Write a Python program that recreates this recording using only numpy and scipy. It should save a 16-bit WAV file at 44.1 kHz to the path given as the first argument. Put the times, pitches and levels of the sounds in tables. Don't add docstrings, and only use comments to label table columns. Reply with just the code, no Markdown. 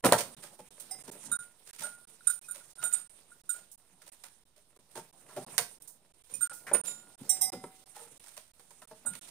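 import sys
import numpy as np
from scipy import signal
from scipy.fft import rfft, irfft, next_fast_len
from scipy.io import wavfile
from scipy.ndimage import uniform_filter1d

SR = 44100
rng = np.random.default_rng(int(sys.argv[2]) if len(sys.argv) > 2 else 0)


def to_linear_factor(level_db):
    exponent = np.asarray(level_db, float) / 20
    return 10 ** exponent


def transcribe(u):
    v = np.clip(np.atleast_2d(u).T, -1, 1)
    q = np.round(v * 32767).astype(np.int16)
    wavfile.write(sys.argv[1], SR, q)


N = 410130

# start in seconds, body level in dB, crack level in dB, nominal t60 in seconds,
# centre in Hz.
KNOCKS = [(0.039, -12, -61, 0.12, 550), (0.045, -12, -31.5, 0.14, 587), (0.056, -21.5, -43.5, 0.1, 526),
          (0.1224, -12.5, -31, 0.08, 580), (.13, -14, -34, 0.1, 1030), (0.179, -28.5, -35, 0.2, 550),
          (0.423, -45, -52, 0.27, 980), (0.59, -38, -59, 0.13, 504), (0.797, -53.5, -56.5, 0.23, 542),
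          (1.074, -38, -55, 0.27, 499), (1.231, -51, -60, 0.11, 1230), (1.657, -52.5, -54.5, 0.62, 796),
          (1.784, -63.5, -47, 0.3, 2060), (1.809, -37.5, -48.5, 0.36, 1024), (2.54, -50.5, -56, 0.33, 870),
          (2.763, -48, -95, 0.71, 1364), (2.813, -37, -51, 0.27, 1350), (2.913, -43.5, -50, 0.36, 1310),
          (3.528, -49, -57.5, 0.53, 507), (4.016, -51.5, -59.5, 0.16, 1363), (4.059, -51, -57, 0.37, 706),
          (4.236, -43.5, -50.5, 0.15, 1255), (4.561, -56, -65, 0.18, 630), (4.76, -49, -66, 0.18, 477),
          (4.909, -78, -63.5, 0.17, 980), (4.953, -31, -48, 0.19, 494), (5.278, -45.5, -62, 0.48, 947),
          (5.361, -26.5, -52.5, 0.2, 480), (5.529, -44, -69, 0.26, 593), (5.58, -30, -28.5, 0.09, 1730),
          (5.59, -26, -58, 0.13, 750), (6.292, -47.5, -58, 0.35, 465), (6.508, -38.5, -75, 0.13, 1370),
          (6.666, -30, -51.5, 0.17, 2080), (6.695, -39, -74, 0.072, 1900), (6.713, -26, -78, 0.1, 486),
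          (6.725, -26.5, -77, 0.29, 460), (6.744, -28, -44, 0.14, 2750), (6.836, -44.5, -48.5, 0.54, 415),
          (7.189, -43, -70, 0.76, 370), (7.527, -31.5, -54.5, 0.13, 400), (7.639, -32.5, -64, 0.093, 408),
          (7.938, -40.5, -55, 0.56, 840), (8.202, -60, -56, 0.94, 796), (8.366, -45, -53, 0.15, 867),
          (8.595, -53, -66.5, 0.1, 428), (8.706, -49.5, -59.5, 0.12, 748), (8.818, -43, -60, 0.11, 1050),
          (8.909, -40, -67, 0.14, 446), (9.044, -42, -78, 0.31, 650), (9.134, -46.5, -59, .1, 3000),
          (9.152, -48, -51.5, 0.098, 1380), (9.272, -55, -56, 0.18, 900)]
# centre in Hz, width in Hz, level in dB.
WOOD = [(356.7, 42, 0), (465, 24, 3), (587, 41, 3), (765, 37, -1.5), (928, 60, 1), (1220, 320, -10.5),
        (1345, 56, 0.5), (1710, 600, -6.5), (2080, 420, -5.5), (2620, 260, -9.5), (3010, 260, -11.5)]
# centre in Hz, width in Hz, level in dB.
HOLLOW = [(84, 32, -11), (128, 38, 0.5), (168.1, 36, 3), (197, 33, 4.5), (250, 76, -3)]
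# start in seconds, level in dB, nominal t60 in seconds.
THUMPS = [(0.036, -24.5, 0.09), (1.076, -41, 0.076), (1.248, -40.5, 0.28), (1.783, -48, 0.24),
          (3.901, -63, 0.2), (6.304, -51, 0.26), (7.187, -38.5, 0.18), (7.527, -44, 0.26),
          (9.042, -39.5, 0.25)]
# start in seconds, level in dB, t60 in seconds.
SCUFFS = [(.798, -41.5, 0.1), (1.115, -45, 0.091), (3.714, -50, 0.18), (5.82, -42, 0.037),
          (5.874, -45.5, 0.18), (6.53, -46, 0.33), (6.851, -44, 0.11)]
# start in seconds, low height in dB, high height
# in dB, place on the rim in degrees, ring share of the free decay.
SMALL_STROKES = [(1.314, -24.5, -28, 105, 0.38), (1.83, -40.5, -41.5, 39, 0.55),
                 (2.207, -35.5, -87.5, 33, 0.1), (2.27, -24.5, -19, 34, 0.18),
                 (2.298, -16.5, -19.5, 47, 0.15), (2.483, -34.5, -38.5, 38, 0.24),
                 (2.508, -39, -32, 82, 0.2), (2.606, -44, -52, 45, 0.19), (2.781, -39, -50, 56, 0.33),
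                 (2.835, -36.5, -27.5, 12, 0.46), (2.925, -50, -29, 26, 0.45),
                 (3.316, -41, -57.5, 46, 0.18), (3.491, -34.5, -22.5, 2.5, 0.25), (3.52, -46, -42, 11, 0.4),
                 (6.407, -32, -29, 5.5, 0.5), (6.731, -30, -26.5, 80, 0.36),
                 (9.058, -37.5, -32.5, 27, 0.41)]
LARGE_STROKES = [(.909, -43.5, -38, 42, 0.48), (7.292, -45.5, -21, 32.3, 0.68),
                 (7.41, -40, -24.5, 57, 0.91)]
# the low, high or greater (either) height, or the high height along or
# across the struck place; level in dB.
SMALL_DRIVE = [("low", 0), ("either", -20.5), ("high", -5.5), ("along", 0), ("across", 0), ("high", -10.5)]
LARGE_DRIVE = [("low", 0), ("low", -3.5), ("high", -7.5), ("along", 0), ("across", 0), ("high", -22),
               ("low", 2)]
# start in seconds, height in dB, ring share of the free decay.
OTHER_MODES_STROKES = [(6.865, -37, 0.98)]
TINY_STROKES = [(6.308, -54, 1), (6.337, -36.5, 0.72)]
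SQUEAK_STROKES = [(2.44, -48.5, 0.5), (6.335, -51, 0.85)]
POLE_STROKES = [(7.995, -49, 0.88)]
# pitch in Hz, level in dB, free t60 in seconds.
SMALL_BELL = [
    [(1427, -2, 1.3), (1385, -2, .3)],
    [(3790, 0, .5), (3720, -3, .4)],
    [(7063, 0, .34), (11350, -5, .24), (11700, -5, .24), (14560, -5, .26), (15600, -14, .2)],
    [(8545, -1, .34), (8475, -8, .18), (13310, -17, .25)],
    [(9190, 0, .36), (9305, -9, .28), (12960, -11, .2)],
    [(9635, -2, .3), (9800, -3, .3)],
]
LARGE_BELL = [
    [(759, -1, 1.15), (955, -2, .1)],
    [(2056, -2, .75), (5066, 3.5, .42)],
    [(5631, 0, .24), (5819, -1, .24), (6185, -8, .2), (7779, -10, .15), (11340, -12, .2)],
    [(7437, 0, .22), (7224, -6, .17), (8290, -5, .22), (8760, -5, .18), (12800, -2, .11), (14720, -1, .09),
     (14250, -10, .17), (15150, -9, .18)],
    [(9884, 0, .15), (9324, -10, .13), (10420, -6, .13), (12370, -4, .15), (13100, -3, .1),
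     (11820, -9, .12), (10940, -12, .15)],
    [(3860, 1, .5), (3290, -4, .2), (2660, -5, .14), (6810, 2, .12)],
    [(9065, 0, .2), (8790, -1, .2)],
]
SMALL_BELL_OTHER_MODES = [
    [(7144, -2, .3), (7181, -2, .25), (3833, -12, .3), (1427, -21, .9), (8936, -11, .2), (9119, -15, .25),
     (9636, -10, .25), (9760, -5, .25), (11480, -10, .15), (13870, -13, .2)],
]
TINY_BELL = [
    [(9168, 0, .14), (6772, -10, .17), (7181, -11, .15), (14230, -13, .08), (14780, -15, .1),
     (11260, -14, .15), (13300, -12, .1)],
]
SQUEAK = [
    [(2480, 0, .2), (5830, -8, .25)],
]
POLE = [
    [(468, -2, 0.6), (600, -6, .25), (877, -8, 0.37)],
]
# time in seconds, low rub level in dB, bright rustle level in dB.
RUSTLE = [(0.058, -26.5, -37), (0.16, -52, -63), (0.6, -70, -70.5), (1.27, -60, -62.5), (1.52, -74, -73.5),
          (2.79, -70.5, -67.5), (3.943, -75.5, -79), (4.1, -75, -70), (4.56, -80, -83),
          (5.31, -64.5, -68.5), (5.52, -54.5, -60), (5.67, -69, -66.5), (6.03, -74.5, -82),
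          (6.289, -79, -73), (6.491, -69, -59.5), (6.848, -59, -89), (6.98, -65.5, -76.5),
          (7.24, -72.5, -65), (7.39, -62, -56.5), (7.52, -57, -70.5), (7.729, -72.5, -70.5),
          (8.191, -69.5, -68), (8.48, -78.5, -79), (9.02, -70.5, -67), (9.3, -65.5, -63.5)]
# frequency in Hz, relative level in dB per Hz.
RUB = [(70, -38.5), (125, 1), (200, -3.5), (500, -5.5), (1000, -6.5), (2000, -30.5), (4000, -39.5)]
BRIGHT = [(500, -36.5), (1200, -1.5), (2500, 2), (4000, 3), (6000, -2), (9000, 4), (15500, -7.5)]
HUSH = [(25, -6), (60, -6), (350, -15.5), (1000, -18), (2300, -25), (4000, -17), (9000, -38), (15500, -26)]
# frequency in Hz, left-right likeness from 0 to 1.
LIKENESS = [(30, 1), (100, 1), (500, 0.62), (1400, 0.43), (3100, 0), (6800, 0.075), (15000, 0)]
# centre in Hz, width in Hz, gain in dB.
PORTS = [
    [(7500, 6000, -11), (12800, 2500, 4), (15500, 2000, -6)],
    [(9000, 2200, 15), (6000, 3000, 4), (3800, 500, 3), (14000, 4000, 3), (15300, 1500, 4)],
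]
OFFSET = [
    [.00022],
    [.00034],
]
# first start in seconds, spacing in seconds, count, length in seconds.
DROPOUTS = [(.009, .3395, 3, .0187), (1.0262, .0758, 2, .0117), (1.3703, .3411, 9, .0197),
            (4.4375, .337, 6, .016), (6.2233, 0, 1, .015), (6.4745, .3411, 3, .022),
            (7.5025, .3383, 6, .0182)]

BLOW_T = np.arange(SR // 2) / SR
BLOW_SPREAD_DB, BLOW_DETUNE, CHATTER_DB = 2.5, 0.04, 4.5
SNAP_DB, SNAP_S = 7.5, 0.0016
PUSH_DB, PUSH_CYCLES = -4.5, 9.0
FOCUS_DB = 7
THUD_DB, THUD_FALL_DB = -13, 5
SCUFF_CUT_HZ, SCUFF_RISE_S = 5800, 0.0015
BASS_CUT_HZ = 100
BELL_SWELL_S, BELL_SPREAD_DB = 0.009, 1.5
FLUTTER_DB = 4.5
RATTLE, RATTLE_S = 0.7, 0.05
CLANK_DB, LARGE_CLANK_DB = -10, -19
LARGE_ROUGH = 0.7
TICKS_PER_S, TICK_DB = 44, -5.5
ROOF_T60_S, ROOF_DB = 0.25, -16
HUSH_DB = -76
RIGHT_LAG, DROPOUT_FADE = 4, 60
CUTOFF_HZ = 16200


def near_noise():
    middle = rng.standard_normal(len(BLOW_T))
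    return middle + [[.12], [-.12]] * rng.standard_normal(len(BLOW_T))


def softness(t60):
    return max(t60, .08) / .1


def dying(level_db, t60, slower, rise_s):
    fall = to_linear_factor(level_db - 60 * BLOW_T / (max(t60, .03) * slower))
    return fall * (1 - np.exp(-BLOW_T / (rise_s * softness(t60) ** 2)))


def thud(level_db, t60):
    push = near_noise()
    boom = resonances(push * dying(level_db, t60, 1.1, .0052), HOLLOW)
    return boom / np.std(resonances(push[0], HOLLOW))


def blow_modes(centre_hz):
    modes = []
    for hz, width_hz, level_db in WOOD:
        shift, luck = rng.standard_normal(2)
        off_centre = abs(np.log2(hz / centre_hz))
        level_db = level_db + BLOW_SPREAD_DB * luck - FOCUS_DB * off_centre
        modes.append((hz * (1 + BLOW_DETUNE * shift), width_hz, level_db))
    return modes


def contact_snap(t60):
    snap = 1 + to_linear_factor(SNAP_DB) / softness(t60) ** 4 * np.exp(-BLOW_T / SNAP_S)
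    knots = BLOW_T[::180]
    chatter = np.interp(BLOW_T, knots, rng.standard_normal(len(knots)))
    return snap * to_linear_factor(CHATTER_DB * chatter * np.minimum(BLOW_T / .01, 1))


def crack(level_db, t60, snap):
    def bright(x):
        high = signal.butter(2, 1100, "high", fs=SR, output="sos")
        return signal.lfilter([1], [1, -.5], signal.sosfilt(high, x))

    size = to_linear_factor(.89 * np.minimum(rng.exponential(1, len(BLOW_T)), 4))
    grains = rng.standard_normal((2, len(BLOW_T))) * size
    sound = bright(grains * snap * dying(level_db, t60, .8, .0008))
    return sound / band_rms(bright(grains), 2500, 6000)


def knocks():
    out = np.zeros((2, N))
    for s, body_db, crack_db, t60, centre_hz in KNOCKS:
        contact, snap, modes = near_noise(), contact_snap(t60), blow_modes(centre_hz)
        push = to_linear_factor(body_db + PUSH_DB - 60 * BLOW_T * centre_hz / PUSH_CYCLES)
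        push = push / softness(t60) ** 4 * np.sin(2 * np.pi * centre_hz * BLOW_T)
        body = resonances(contact * snap * dying(body_db - 5, t60, .61, .0014), modes)
        body = body / np.std(resonances(contact[0], modes))
        thud_db = body_db + THUD_DB - THUD_FALL_DB * np.log2(centre_hz / WOOD[0][0])
        add(out, s, push + body + crack(crack_db, t60, snap) + thud(thud_db, t60))
    return out


def thumps():
    out = np.zeros((2, N))
    for s, level_db, t60 in THUMPS:
        add(out, s, thud(level_db, t60))
    return out


def scuffs():
    out = np.zeros((2, N))
    thin = signal.butter(3, SCUFF_CUT_HZ, "high", fs=SR, output="sos")
    for s, level_db, t60 in SCUFFS:
        noise = signal.sosfilt(thin, rng.standard_normal((2, len(BLOW_T))))
        fall = to_linear_factor(level_db - 60 * BLOW_T / max(t60, .02))
        add(out, s, noise * fall * (1 - np.exp(-BLOW_T / SCUFF_RISE_S)))
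    return out


def strokes_of(rows, families):
    out = []
    for s, low_db, high_db, place, ring in rows:
        angle = np.radians(place)
        along_db, across_db = 20 * np.log10(np.abs([np.cos(angle), np.sin(angle)]) + 1e-3)
        drive = dict(low=low_db, either=max(low_db, high_db), high=high_db,
                     along=high_db + along_db, across=high_db + across_db)
        out.append((s, *[drive[name] + db for name, db in families], ring))
    return out


def ringing_mode(hz, level_db, t60, ring, rough):
    damped = t60 * max(ring, .1) ** (1 + 1200 / hz)
    t = np.arange(min(SR, int(damped * SR))) / SR
    swing_s, rattle_s = np.arange(0, 1.02, .016), np.arange(0, 1.01, .003)
    shared, left, right, phase = rng.standard_normal(4)
    shaken = rough * np.clip(hz / 5000, .7, 1)
    flutter_db = FLUTTER_DB * shaken * np.interp(t, swing_s, rng.standard_normal(len(swing_s)))
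    rattle = RATTLE * shaken * np.exp(-t / RATTLE_S)
    along, across = [rattle * np.interp(t, rattle_s, v) for v in rng.standard_normal((2, len(rattle_s)))]
    size = to_linear_factor(level_db + flutter_db - 60 * t / damped)
    sides = to_linear_factor(BELL_SPREAD_DB * np.array([[left], [right]]))
    turn = 2 * np.pi * hz * t + 2 * shared + np.array([[0], [phase * hz / 4500]])
    return size * sides * ((1 + along) * np.sin(turn) + across * np.cos(turn))


def struck_ring(strokes, families, clank_db=CLANK_DB, rough=1):
    out, t = np.zeros((2, N)), np.arange(SR) / SR
    for s, *heights_db, ring in strokes:
        sound = np.zeros((2, SR))
        for height_db, family in zip(heights_db, families):
            for hz, level_db, t60 in family:
                mode = ringing_mode(hz, height_db + level_db, t60, ring, rough)
                sound[:, :mode.shape[1]] += mode
        contact_db = heights_db[:6][-1]
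        grain = rms_one(signal.lfilter([1, -1], [1, -.5], rng.laplace(size=(2, SR))))
        clank = to_linear_factor(contact_db + clank_db - 60 * t / .18) * grain
        add(out, s, (sound + clank) * (1 - np.exp(-t / BELL_SWELL_S)))
    return out


def bells():
    small = struck_ring(strokes_of(SMALL_STROKES, SMALL_DRIVE), SMALL_BELL)
    small = small + struck_ring(OTHER_MODES_STROKES, SMALL_BELL_OTHER_MODES)
    large = struck_ring(strokes_of(LARGE_STROKES, LARGE_DRIVE), LARGE_BELL, LARGE_CLANK_DB, LARGE_ROUGH)
    tiny = struck_ring(TINY_STROKES, TINY_BELL)
    return small + large + tiny


def pole_ring():
    return struck_ring(POLE_STROKES, POLE)


def squeak():
    return struck_ring(SQUEAK_STROKES, SQUEAK)


def rustle():
    s, rub_db, bright_db = np.transpose(RUSTLE)
    s, rub_db, bright_db = np.r_[.03, s], np.r_[-75, rub_db], np.r_[-75, bright_db]
    t = np.arange(N) / SR
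    rub, bright = coloured(RUB, patchy_db=1.5), coloured(BRIGHT, patchy_db=1.8)
    tick_size = to_linear_factor(3.5 * np.minimum(rng.exponential(1, N), 3))
    ticks = (rng.random(N) < TICKS_PER_S / SR) * tick_size + 1e-18
    ticks = to_linear_factor(TICK_DB) * rms_one(resonances(ticks, WOOD))
    low = to_linear_factor(np.interp(t, s, rub_db)) * (rub / band_rms(rub, 150, 1200) + ticks)
    return low + to_linear_factor(np.interp(t, s, bright_db)) * bright / band_rms(bright, 2500, 6000)


def roof(x):
    size = next_fast_len(N + SR // 2)
    turn = -2j * np.pi * np.arange(size // 2 + 1) * SR / size
    lags = np.array([[.0071, .0093, .0118, .0139, .0167, .0197],
                     [.0077, .0101, .0111, .0147, .0157, .0211]])
    response = np.zeros((2, len(turn)), complex)
    for k, lag in enumerate(lags.T):
        loop = to_linear_factor(-60 * lag[:, None] / ROOF_T60_S) * np.exp(turn * lag[:, None])
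        response += (-1) ** k * loop / (1 - loop)
    echo = irfft(rfft(x, size) * response, size)[:, :N]
    middle = echo.mean(axis=0)
    apart = signal.sosfilt(signal.butter(2, 1200, "high", fs=SR, output="sos"), echo - middle)
    return to_linear_factor(ROOF_DB) * (middle + apart)


def hush():
    return to_linear_factor(HUSH_DB) * rms_one(coloured(HUSH, patchy_db=0))


def coloured(spectrum, patchy_db):
    out, together, edges = 0, drift(22), 22 * 2 ** np.arange(0, 9.6, .5)
    white = rng.standard_normal((2, 2, N))
    for k, (low, high) in enumerate(zip(edges, edges[1:])):
        band = signal.butter(2, [low, high], "band", fs=SR, output="sos")
        mid, side = signal.sosfilt(band, white[k % 2])
        hz = np.sqrt(low * high)
        alike = np.clip(at_hz(LIKENESS, hz), 0, 1)
        gain = to_linear_factor(at_hz(spectrum, hz) + patchy_db * (together + 1.4 * drift(10)))
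        out = out + gain * (np.sqrt(1 + alike) * mid + np.sqrt(1 - alike) * side * [[1], [-1]])
    return out


def drift(rate):
    r = np.exp(-80 * np.pi * rate / SR)
    slow = signal.lfilter([1], [1, -2 * r, r * r], rng.standard_normal(N // 40 + 2002))[2000:]
    return np.interp(np.arange(N) / 40, np.arange(len(slow)), rms_one(slow))


def resonance(x, hz, width_hz):
    r = np.exp(-np.pi * width_hz / SR)
    poles = [1, -2 * r * np.cos(2 * np.pi * hz / SR), r * r]
    return signal.lfilter([(1 - r * r) / 2, 0, (r * r - 1) / 2], poles, x)


def resonances(x, modes):
    return sum((-1) ** k * to_linear_factor(level_db) * resonance(x, hz, width_hz)
               for k, (hz, width_hz, level_db) in enumerate(modes))


def peak(x, hz, width_hz, gain_db):
    g, w, a = to_linear_factor(gain_db / 2), 2 * np.pi * hz / SR, np.tan(np.pi * width_hz / SR)
    middle = -2 * np.cos(w)
    return signal.lfilter([1 + a * g, middle, 1 - a * g], [1 + a / g, middle, 1 - a / g], x)


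def rms_one(x):
    return x / np.sqrt(np.mean(x ** 2) + 1e-20)


def band_rms(x, low_hz, high_hz):
    band = signal.butter(2, [low_hz, high_hz], "band", fs=SR, output="sos")
    return np.std(signal.sosfilt(band, x[0, :SR]))


def at_hz(points, hz):
    return np.interp(np.log(hz), np.log(np.array(points)[:, 0]), np.array(points)[:, 1])


def add(out, s, sound):
    at = round(s * SR)
    out[..., at:at + sound.shape[-1]] += sound[..., :N - at]


def scene():
    bass_cut = signal.butter(2, BASS_CUT_HZ, "high", fs=SR, output="sos")
    wood = signal.sosfilt(bass_cut, knocks() + thumps() + scuffs())
    struck = wood + bells() + pole_ring() + squeak()
    return struck + roof(struck) + rustle() + hush()


def low_pass(x):
    return signal.sosfilt(signal.butter(12, 16800, fs=SR, output="sos"), x)


def record(dry):
    out = dry.copy()
    for side, colours in enumerate(PORTS):
        for hz, width_hz, gain_db in colours:
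            out[side] = peak(out[side], hz, width_hz, gain_db)
    out[1] = np.roll(out[1], RIGHT_LAG)
    out = signal.sosfilt(signal.cheby2(12, 50, CUTOFF_HZ, fs=SR, output="sos"), out) + OFFSET
    gate = np.ones(N)
    for first, spacing, count, length in DROPOUTS:
        for s in first + spacing * np.arange(count):
            gate[round(s * SR):round((s + length) * SR)] = 0
    return low_pass(out * uniform_filter1d(gate, size=DROPOUT_FADE))


dry = scene()
out = record(dry)
transcribe(out)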